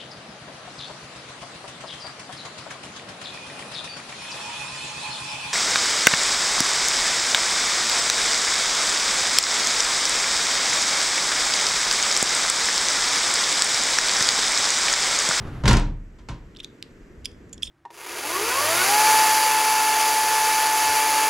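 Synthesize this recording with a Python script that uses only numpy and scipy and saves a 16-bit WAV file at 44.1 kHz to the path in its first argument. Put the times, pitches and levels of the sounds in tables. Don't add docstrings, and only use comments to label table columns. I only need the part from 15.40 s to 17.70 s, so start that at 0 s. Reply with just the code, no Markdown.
import sys
import numpy as np
from scipy import signal
from scipy.fft import rfft, irfft
from scipy.io import wavfile
from scipy.ndimage import uniform_filter1d

SR = 44100
rng = np.random.default_rng(int(sys.argv[2]) if len(sys.argv) > 2 else 0)


def volts_from_decibels(level):
    exponent = np.asarray(level, float) / 20
    return 10 ** exponent


def store_pcm(level_fs):
    pcm = np.round(np.clip(level_fs, -1, 1) * 32767).astype(np.int16)
    wavfile.write(sys.argv[1], SR, np.atleast_2d(pcm).T)


N = 101430
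DOOR_NARROW_DB = -5


def on_log(table, hz):
    a = np.array(table, float)
    return np.interp(np.log(np.maximum(hz, 1)), np.log(a[:, 0]), a[:, 1])


def colour(x, table):
    n = x.shape[-1]
    gain = volts_from_decibels(on_log(table, np.fft.rfftfreq(n, 1 / SR)))
    return irfft(rfft(x) * gain, n)


def unit(x):
    return x / np.sqrt(np.mean(x ** 2))


# f/Hz, level/dB
STEREO_SPREAD = [(30, -20), (250, -16), (1000, -5), (4000, -2), (12000, -37.5)]


def wide(n, narrow_db=0):
    mid, side = rng.standard_normal((2, n))
    side = volts_from_decibels(narrow_db) * colour(side, STEREO_SPREAD)
    return mid + side * np.array([[1], [-1]])


def fade(t, t60):
    return np.exp(-np.log(1000) * t / np.maximum(t60, 1e-3))


def build_up(t, time_constant):
    return 1 - np.exp(-t / time_constant)


def walk(rate):
    k = int(SR / rate)
    steps = np.repeat(rng.standard_normal(N // k + 1), k)
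    return uniform_filter1d(uniform_filter1d(steps, k), k)[:N]


def bands(x, shape):
    n = x.shape[-1]
    spec = rfft(x)
    octave = np.log2(np.maximum(np.fft.rfftfreq(n, 1 / SR), 1) / 20)
    total = 0
    for k in range(21):
        weight = np.clip(1 - 2 * np.abs(octave - k / 2), 0, 1)
        total = total + irfft(spec * weight, n) * shape(20 * 2 ** (k / 2))
    return total


def add(out, x, at_s):
    i = max(int(at_s * SR), 0)
    n = min(x.shape[-1], N - i)
    out[:, i:i + n] += x[..., :n]


# f/Hz, level/dB per Hz
AIR_SPECTRUM = [(12, -31.5), (22, 5), (52, 1.5), (90, -4.5), (174, -7), (400, -10), (790, -29),
                (1840, -25.5), (3860, -42), (7660, -39.5), (9500, -55), (12000, -46), (15000, -67.5)]


def air():
    level_db = -45.5
    flicker_db, sway_db = 1.0, 7
    sway = walk(5.1)

    def drift(f):
        return volts_from_decibels(flicker_db * walk(3.0) + sway_db * sway * (f < 100))

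    return volts_from_decibels(level_db) * bands(unit(colour(wide(N), AIR_SPECTRUM)), drift)


def room(x):
    t60_s, level_db, top_hz = 0.27, -20, 7000
    t = np.arange(SR // 2) / SR
    low_pass = signal.butter(1, top_hz, fs=SR, output="sos")
    tail = signal.sosfilt(low_pass, wide(len(t))) * fade(t, t60_s) * (t > .003)
    tail = volts_from_decibels(level_db) * tail / np.sqrt(np.sum(tail ** 2) / 2)
    return signal.fftconvolve(x.mean(axis=0)[None], tail, axes=1)[:, :N]


# t/s, relative level/dB, chatter/ms, brightness/dB an octave or more above 3500 Hz
LOCK_CLICKS = [(1.150, -45, 1.5, -12), (1.163, -38.5, 4.5, -18), (1.169, -38, 2.2, -13.5),
               (1.1875, -40.5, 1.8, -12), (1.1925, -42, 5.3, -8), (1.2012, -29, 5.9, -31),
               (1.231, -41, 11, 2), (1.2453, -24.5, 0.92, -9), (1.2468, -43, 6.9, 3.5),
               (1.4263, -22, 0.38, -14), (1.845, -41, 1.5, 5), (1.8483, -32, 3.8, 14.5),
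               (1.8562, -17, 2, 12), (1.8597, -33.5, 5, 3), (1.9156, -53.5, 2.5, -4),
               (2.0944, -52.5, 1.93, 27), (2.129, -30.5, 7, 13), (2.1418, -40.5, 5.8, 3.5),
               (2.1785, -42, 4, -1), (2.2228, -28.5, 7.3, 1.5), (2.230, -22, 1.2, 36),
               (2.2317, -12, 1.8, -15.5), (2.235, -36, 30, 15.5), (2.250, -36.5, 13, -13),
               (2.269, -32.5, 12.6, -1)]
# f/Hz, nominal level/dB, t60/s when freely held
LOCK_MODES = [(2646, -12.5, 0.0047), (3420, 4, 0.0088), (4120, -5.5, 0.0029), (5100, -0.5, 0.0032),
              (5510, -3, 0.0052), (7090, -9, 0.015), (7800, -25.5, 0.024), (8500, -5.5, 0.0026),
              (11250, -20.5, 0.0016)]
# t/s, level/dB
HAND_PAN = [(1.2, -2.5), (1.9, -4)]


def padlock():
    scatter_db, pitch_scatter = 7.5, 0.0043
    low_hz, contacts_per_ms = 2130, 6
    free_ms = 1.2
    out, t = np.zeros((2, N)), np.arange(SR // 10) / SR
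    hz, db, t60 = np.array(LOCK_MODES).T[:, :, None]
    sign = np.cos(np.pi * np.arange(len(LOCK_MODES)))[:, None]
    for at_s, click_db, chatter_ms, bright_db in LOCK_CLICKS:
        tilt_db = bright_db * np.log2(np.clip(hz / 3500, 1, 2))
        gains = sign * volts_from_decibels(db + tilt_db + scatter_db * rng.standard_normal(hz.shape))
        mode_hz = hz * (1 + pitch_scatter * rng.standard_normal(hz.shape))
        grip = np.clip(chatter_ms / free_ms, .4, 1)
        rings = np.sin(2 * np.pi * mode_hz * t) * fade(t, t60 * grip)

        share = 1000 * t / max(chatter_ms, .1)
        contact = rng.random(len(t)) < 1000 * contacts_per_ms / SR
        hits = rng.standard_normal(len(t)) * contact * np.exp(-share ** 3)
        hits[0] += 1.1
        rung = signal.fftconvolve(hits[None], rings, axes=1)
        rung *= np.linalg.norm(rings, axis=1, keepdims=True) / np.linalg.norm(rung, axis=1, keepdims=True)
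        click = np.sum(gains * rung, axis=0)
        click /= np.sqrt(2 * uniform_filter1d(click ** 2, SR // 500).max())

        pan_db = np.interp(at_s, *np.array(HAND_PAN).T)
        add(out, click * volts_from_decibels(click_db + np.array([[pan_db], [-pan_db]]) / 2), at_s)
    return signal.sosfilt(signal.butter(5, low_hz, "high", fs=SR, output="sos"), out)


# t/s, relative level/dB
LATCH_TICKS = [(0.3312, -6.5), (0.37, -15), (.398, -25.5)]


def latch():
    centre_hz, width_hz, t60_s = 6420, 3500, 0.0066
    out, t = np.zeros((2, N)), np.arange(SR // 20) / SR
    edges_hz = [centre_hz - width_hz / 2, centre_hz + width_hz / 2]
    band_pass = signal.butter(2, edges_hz, "band", fs=SR, output="sos")
    for at_s, db in LATCH_TICKS:
        noise = unit(signal.sosfilt(band_pass, wide(len(t))))
        add(out, volts_from_decibels(db) * noise * fade(t, t60_s), at_s)
    return out


# start level/dB, slope/(dB per s)
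DRAG_TREND = (-31.5, -14)
# f/Hz, level/dB per Hz
DRAG_SPECTRUM = [(30, 3), (129, 1.5), (567, -19.5), (1340, -20.5), (1970, -27), (8690, -49.5),
                 (11900, -45.5), (15000, -72)]


def drag():
    stop_s = .236
    t = np.arange(N) / SR
    grain = volts_from_decibels(2 * walk(80)) * fade(np.maximum(t - stop_s, 0), .1)
    start_db, slope_db = DRAG_TREND
    rubbing = unit(colour(wide(N, DOOR_NARROW_DB), DRAG_SPECTRUM))
    return rubbing * volts_from_decibels(start_db + slope_db * t) * grain


# t/s, relative level/dB, contact time constant/ms
DOOR_KNOCKS = [(0.071, -53.5, 0.029), (0.2362, -15.5, 0.38), (0.2553, -16, 0.063), (0.2777, -10.5, 0.02),
               (.310, -11.5, 0.078), (0.333, -15.5, 0.062), (0.368, -22, 0.034), (0.786, -50, 0.052),
               (0.8866, -32, 0.066)]
# f/Hz, nominal level/dB, t60/s
DOOR_MODES = [(34.35, 1, 0.6), (59.16, 6.5, 0.29), (117.4, 5.5, 0.24), (155, -4, 0.43), (207.7, -2.5, 0.24),
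              (299.3, -12, 0.5), (549, -10.5, 0.22), (688.7, -17.5, 0.31), (953.4, -8.5, 0.32),
              (1045.6, -9, 0.26), (1390.4, -8.5, 0.15)]
# f/Hz, level/dB per Hz
SHEET_SPECTRUM = [(35, -50), (60, -8.5), (127, -5), (636, -18.5), (991, -16.5), (1140, -19.5), (7060, -22),
                  (16000, -46.5)]
# f/Hz, t60/s
SHEET_DECAY = [(60, 0.81), (300, 0.45), (1000, 0.36), (4000, 0.28), (12000, .19)]


def door():
    modes_db = -0.5
    build_up_ms, build_up_cycles = 0.2, 0.67
    crack_db, crack_t60_s = -2.5, .05
    out, t = np.zeros((2, N)), np.arange(SR) / SR
    hz, db, t60 = np.array(DOOR_MODES, float).T[:, :, None]

    def wash_shape(f):
        crack = (f > 1200) * volts_from_decibels(crack_db) * fade(t, crack_t60_s)
        return fade(t, on_log(SHEET_DECAY, f)) * build_up(t, build_up_cycles / f) * (1 + crack)

    for at_s, knock_db, contact_ms in DOOR_KNOCKS:
        wash = bands(unit(colour(wide(SR, DOOR_NARROW_DB), SHEET_SPECTRUM)), wash_shape)
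        gains = volts_from_decibels(db + 1.4 * rng.standard_normal(hz.shape)) * rng.choice([-1, 1], hz.shape)
        mode_hz = hz * (1 + 0.013 * rng.standard_normal(hz.shape))
        modes = gains * np.sin(2 * np.pi * mode_hz * t) * fade(t, t60)
        modes = (modes * build_up(t, build_up_cycles / hz)).sum(axis=0)
        ring = (wash + volts_from_decibels(modes_db) * modes) * build_up(t, build_up_ms / 1000)
        pole = np.exp(-1000 / (max(contact_ms, .005) * SR))
        add(out, volts_from_decibels(knock_db) * signal.lfilter([1 - pole], [1, -pole], ring), at_s)
    return out


def scene():
    near = padlock() + latch()
    return door() + drag() + near + room(near) + air()


def microphone(x):
    top_hz, lag_samples = 14300, .75
    x = signal.sosfilt(signal.butter(2, top_hz, fs=SR, output="sos"), x)
    phase = np.exp(-2j * np.pi * lag_samples * np.fft.rfftfreq(N))
    return np.array([irfft(rfft(x[0]) * phase, N), x[1]])


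def gain_control(x):
    threshold_db, ratio, release_s = -34, 1.224, 0.25
    block = 64
    level = uniform_filter1d(np.abs(x).mean(axis=0), 441)[::block]
    held, keep = np.empty(len(level)), np.exp(-block / (release_s * SR))
    envelope = 0.
    for i, now in enumerate(level):
        envelope = max(now, envelope * keep)
        held[i] = envelope
    gain = np.minimum(1, volts_from_decibels(threshold_db) / (held + 1e-9)) ** (1 - 1 / ratio)
    return x * np.interp(np.arange(N), np.arange(len(gain)) * block, gain)


def top_cut(x):
    return signal.sosfilt(signal.butter(12, 16240, fs=SR, output="sos"), x)


def record(dry):
    mix = gain_control(microphone(dry))
    return top_cut(mix)


dry = scene()
out = record(dry)
store_pcm(out)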